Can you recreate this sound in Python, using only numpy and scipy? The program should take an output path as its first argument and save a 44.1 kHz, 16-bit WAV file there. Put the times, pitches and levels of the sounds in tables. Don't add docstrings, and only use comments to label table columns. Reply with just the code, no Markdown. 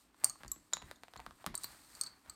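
import sys
import numpy as np
from scipy import signal
from scipy.fft import rfft, irfft, next_fast_len
from scipy.io import wavfile
from scipy.ndimage import map_coordinates

SR = 44100
rng = np.random.default_rng(int(sys.argv[2]) if len(sys.argv) > 2 else 0)


def to_wav(s):
    ch = np.atleast_2d(s).T
    pcm = np.round(np.clip(ch, -1, 1) * 32767)
    wavfile.write(sys.argv[1], SR, pcm.astype(np.int16))


N = 103635

# f/Hz, level/dB
ROOM_TONE = [(20, -12.5), (50, 5.5), (120, -7), (285, 5.5), (480, -8.5), (1100, -5.5), (2900, -14),
             (4400, -18), (8600, -27.5), (16000, -34)]
# f/Hz, t60/s
TAIL_DECAY = [(100, .25), (1000, 0.41), (4500, 0.28), (7500, 0.26), (15000, 0.12)]
# f/Hz, level/dB
TAIL_COLOUR = [(300, -2.5), (2500, 1), (4500, 3), (8500, -3), (14000, 4)]
# t/s, level/dB
SLIDE_FADER = [(0, -68), (.12, -85), (.21, -69.5), (.6, -72.5), (.82, -79), (.87, -67.5), (1.0, -77.5),
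               (1.43, -71), (1.51, -88), (1.62, -59), (1.74, -62), (1.84, -66), (2.0, -59.5), (2.12, -76),
               (2.35, -72.5)]
# f/Hz, level/dB
SLIDE_COLOUR = [(1500, -17.5), (3000, -12), (4400, -2), (5500, -8.5), (7000, -6.5), (8600, -0.5),
                (10700, -13), (13500, -7), (16000, -24)]
# peak t/s, level/dB, half length/s
RUBS = [(0.256, -57, 0.05), (0.411, -60.5, 0.017), (0.888, -62, 0.035), (1.203, -67.5, 0.077),
        (1.413, -65, 0.03), (1.688, -61, 0.12), (2.026, -62.5, 0.15), (2.294, -62.5, 0.041)]
# f/Hz, level/dB
RUB_COLOUR = [(100, 3.5), (400, -6), (1100, 2.5), (1900, -1), (3000, -10), (8000, -23)]
# t/s, level/dB, f/Hz
THUMPS = [(.260, -51.5, 119.1), (0.434, -52, 180), (.447, -44.5, 54.3), (0.564, -52, 298), (.745, -51, 149),
          (0.826, -43.5, 70), (1.164, -48, 58.7), (1.265, -47.5, 226), (1.464, -36, 173), (1.474, -56, 55),
          (1.641, -56, 152.5), (2.269, -55.5, 56.6)]
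# f/Hz, level/dB
PUFF_COLOUR = [(30, 14), (100, 10.5), (330, 5.5), (800, -26.5), (2000, -5.5), (6000, -61.5)]
# t/s, knock level/dB, knock f/Hz, tick level/dB
TAPS = [ (.1445, -54.5, 988, -52), (.2385, -30.5, 700, -28.5), (.2560, -36.5, 1190, -44),
        (.3565, -44, 1060, -58), (0.414, -59, 1390, -53), (.4340, -40.5, 1620, -34),
        (.4475, -40, 1020, -39.5), (.4610, -71, 1100, -42), (.5615, -61, 900, -46.5),
        (.7275, -43, 720, -36.5), (.7345, -30.5, 1400, -27), (.7688, -34.5, 1093, -31.5),
        (.8190, -43, 920, -42), (.8230, -48, 705, -36), (.9124, -36, 650, -31), (1.0345, -43.5, 690, -33.5),
        (1.0822, -52.5, 710, -40.5), (1.1365, -50, 693, -36.5), (1.1585, -35.5, 1034, -50),
        (1.1635, -59, 804, -34), (1.1945, -34.5, 930, -46.5), (1.2012, -54, 1010, -34.5),
        (1.2639, -31.5, 1190, -33), (1.3087, -41, 1150, -41.5), (1.4425, -34, 737, -39.5),
        (1.4635, -27, 1200, -23.5), (1.4720, -34, 1230, -34), (1.5425, -34.5, 970, -36),
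        (1.5455, -54.5, 860, -32.5), (1.6435, -62, 795, -32.5), (2.2605, -56, 890, -45.5)]
# f/Hz, level/dB
TICK_COLOUR = [(150, -19.5), (600, 8.5), (1800, 6), (2800, -1), (3900, 0), (6000, -10.5), (10000, -13.5),
               (15000, -22), (16500, -42)]
# t/s, hollow mode level/dB, low mode f/Hz, low mode level/dB, main mode f/Hz,
# main mode level/dB, top mode level/dB, detune/fraction of pitch, crack level/dB
CLACKS = [ (0.2442, -50.5, 4513, -29, 8523, -6, -27, 0.01, -16),
          (0.2971, -53, 4325, -42.5, 8400, -27, -56, .012, -35),
          (0.4799, -66, 4560, -52, 7800, -50.5, -57, 0.016, -44),
          (0.5166, -54.5, 3950, -50, 7600, -17.5, -32, 0.02, -36),
          (0.7343, -49.5, 3920, -30, 6960, -14.5, -57, 0.015, -25),
          (0.9587, -79, 3620, -62.5, 6700, -54.5, -82.5, 0.0082, -70),
          (1.174, -78, 4160, -52, 7000, -43, -72, 0.049, -59),
          (1.5523, -63, 4210, -39.5, 8280, -19.5, -36, 0.072, -37),
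          (1.5766, -53, 4450, -67, 8340, -24, -51, 0.038, -42),
          (1.6350, -59.5, 4310, -40, 8500, -28, -46, 0.078, -37),
          (1.6425, -63, 4400, -35.5, 8220, -28, -31, 0.043, -38),
          (1.951, -64, 4500, -48.5, 8360, -42, -65, 0.032, -45),
          (2.0121, -52.5, 4464, -31.5, 8330, -15, -39, 0.012, -32.5),
          (2.0360, -54, 4496, -38.5, 8160, -38, -48, 0.029, -35.5),
          (2.0632, -69, 4330, -38.5, 7840, -39, -57, 0.047, -59),
          (2.0705, -79, 4496, -40, 8100, -40.5, -60, 0.013, -51),
          (2.2971, -52.5, 4407, -42.5, 8060, -29, -47.5, 0.027, -43)]
# attack/s, t60/s, share of the detune
BENDING_MODES = [(0.0022, 0.089, 0.83), (0.00046, 0.028, .8), (0.0012, 0.011, 1), (.0005, 0.014, 0.37)]
# f/Hz, level/dB
CRACK_COLOUR = [(200, -21), (1200, -13.5), (3500, -24), (4700, -6), (7000, 7), (9000, 1.5), (11000, -2.5),
                (14000, -17.5), (16500, -25.5)]
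CRACK_MAIN_HZ = 8500


def amp(db):
    return 10 ** (np.asarray(db) / 20)


def unit(x):
    return x / np.sqrt(np.mean(x ** 2) + 1e-20)


def along(points, hz):
    f, v = np.transpose(points)
    return np.interp(np.log(hz + 1), np.log(f + 1), v)


def fade(t, t60):
    return np.exp(-np.log(1000) * t / t60)


def add(track, s, sound):
    part = track[max(round(s * SR), 0):][:len(sound)]
    part += sound[:len(part)]


def noise(colour, size):
    padded = next_fast_len(size)
    eq = amp(along(colour, np.fft.rfftfreq(padded, 1 / SR)))
    return unit(irfft(rfft(rng.standard_normal(padded)) * eq, padded)[:size])


def impulse(gain):
    cepstrum = irfft(np.log(gain + 1e-9))
    half = len(cepstrum) // 2
    cepstrum[1:half] *= 2
    cepstrum[half:] = 0
    return irfft(np.exp(rfft(cepstrum)))


def room_tone(level_db=-71.5):
    return amp(level_db) * noise(ROOM_TONE, N)


def room_reverb(send, early_db=-10.5, early_t60_s=0.032, tail_db=-12.5, predelay_s=0.002):
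    hz, frame_s, bands = signal.stft(rng.standard_normal(SR // 2), SR, nperseg=256)
    colour = amp(along(TAIL_COLOUR, hz))[:, None]
    decay = fade(frame_s, along(TAIL_DECAY, hz)[:, None])
    tail = signal.istft(bands * colour * decay, SR, nperseg=256)[1]
    t = np.arange(len(tail)) / SR
    arrived = t > predelay_s
    tail *= arrived
    early = rng.standard_normal(len(t)) * fade(t, early_t60_s) * arrived
    response = amp(tail_db) * tail / np.linalg.norm(tail) + amp(early_db) * early / np.linalg.norm(early)
    return signal.fftconvolve(send, response)[:N]


def friction(colour, grain_db, grain_hz=285):
    position = np.arange(N) * grain_hz / SR
    grain = map_coordinates(rng.standard_normal(N // 8), [position], order=1)
    return unit(noise(colour, N) * amp(grain_db * grain))


def handling():
    t = np.arange(N) / SR
    fader_db = np.interp(t, *np.transpose(SLIDE_FADER))
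    slide = amp(fader_db) * friction(SLIDE_COLOUR, grain_db=1.6)
    pressure = sum(amp(db) * np.exp(-((t - s) / half_length) ** 2) for s, db, half_length in RUBS)
    return slide + pressure * friction(RUB_COLOUR, grain_db=2.5)


def pillow_thumps(rise_cycles=1, t60_cycles=12, puff_db=-10.5, puff_t60_s=0.37):
    out, t = np.zeros(N), np.arange(SR // 3) / SR
    for s, db, hz in THUMPS:
        cycles = hz * t
        envelope = (1 - np.exp(-cycles / rise_cycles)) * fade(cycles, t60_cycles)
        swing = np.sin(2 * np.pi * cycles) * envelope
        puff = amp(puff_db) * noise(PUFF_COLOUR, len(t)) * fade(t, puff_t60_s)
        add(out, s, amp(db) * (swing + puff))
    return out


def wood_dispersion(pulse, delay_s=0.00085, at_hz=960):
    f = np.fft.rfftfreq(len(pulse), 1 / SR)
    lag_cycles = 2 * delay_s * np.sqrt(f * at_hz)
    return irfft(rfft(pulse) * np.exp(-2j * np.pi * lag_cycles))


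def cover_taps(knock_t60_s=0.0078, scuff_db=-14, scuff_t60_s=0.005, size=2048):
    firm_db, boost_per_db, shelf_hz = -37.5, 1.45, 7000
    out, t, f = np.zeros(N), np.arange(size) / SR, np.fft.rfftfreq(size, 1 / SR)
    tick_eq = amp(along(TICK_COLOUR, f))
    tick_eq /= np.abs(impulse(tick_eq)).max()
    high_shelf = f ** 2 / (f ** 2 + shelf_hz ** 2)
    for s, knock_db, hz, tick_db in TAPS:
        lift_db = boost_per_db * max(tick_db - firm_db, 0)
        tick = tick_eq * amp(tick_db + lift_db * high_shelf)
        ring = np.sin(2 * np.pi * hz * t) * fade(t, knock_t60_s)
        low_cut = np.minimum(f / hz, 1)
        knock = amp(knock_db) * np.abs(rfft(ring)) * low_cut
        pulse = impulse(np.hypot(tick, knock))
        scuff = amp(tick_db + scuff_db) * noise(TICK_COLOUR, size) * fade(t, scuff_t60_s)
        add(out, s, wood_dispersion(pulse) + scuff)
    return out


def bobbin_clacks(crack_t60_s=0.0078, partner_db=-2, hollow_ratio=0.279, top_ratio=1.665):
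    out, t = np.zeros(N), np.arange(SR // 6) / SR
    for s, hollow_db, low_hz, low_db, main_hz, main_db, top_db, detune, crack_db in CLACKS:
        crack_colour = [(hz * main_hz / CRACK_MAIN_HZ, db) for hz, db in CRACK_COLOUR]
        clack = amp(crack_db) * noise(crack_colour, len(t)) * fade(t, crack_t60_s)
        modes = [(low_hz * hollow_ratio, hollow_db), (low_hz, low_db),
                 (main_hz, main_db), (main_hz * top_ratio, top_db)]
        for (hz, db), (attack, t60, share) in zip(modes, BENDING_MODES):
            phase, offset = 2 * np.pi * hz * t, share * detune
            pair = np.sin(phase * (1 + offset)) + amp(partner_db) * np.sin(phase * (1 - offset))
            envelope = (1 - np.exp(-t / attack)) * fade(t, t60)
            clack += amp(db) * pair * envelope
        add(out, s, clack)
    return out


def scene(tap_send_db=-0.5):
    clacks, taps = bobbin_clacks(), cover_taps()
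    send = clacks + amp(tap_send_db) * taps
    stretch = np.arange(N) // (SR // 3)
    reverb = sum(room_reverb(send * (stretch == k)) for k in np.unique(stretch))
    return (clacks + taps + reverb + pillow_thumps() + handling() + room_tone())[None]


def record(dry, low_cut_hz=32, high_cut_hz=16400):
    low_cut = signal.butter(3, low_cut_hz, "highpass", fs=SR, output="sos")
    high_cut = signal.ellip(12, .1, 90, high_cut_hz, fs=SR, output="sos")
    return signal.sosfilt(high_cut, signal.sosfilt(low_cut, dry))


dry = scene()
out = record(dry)
to_wav(out)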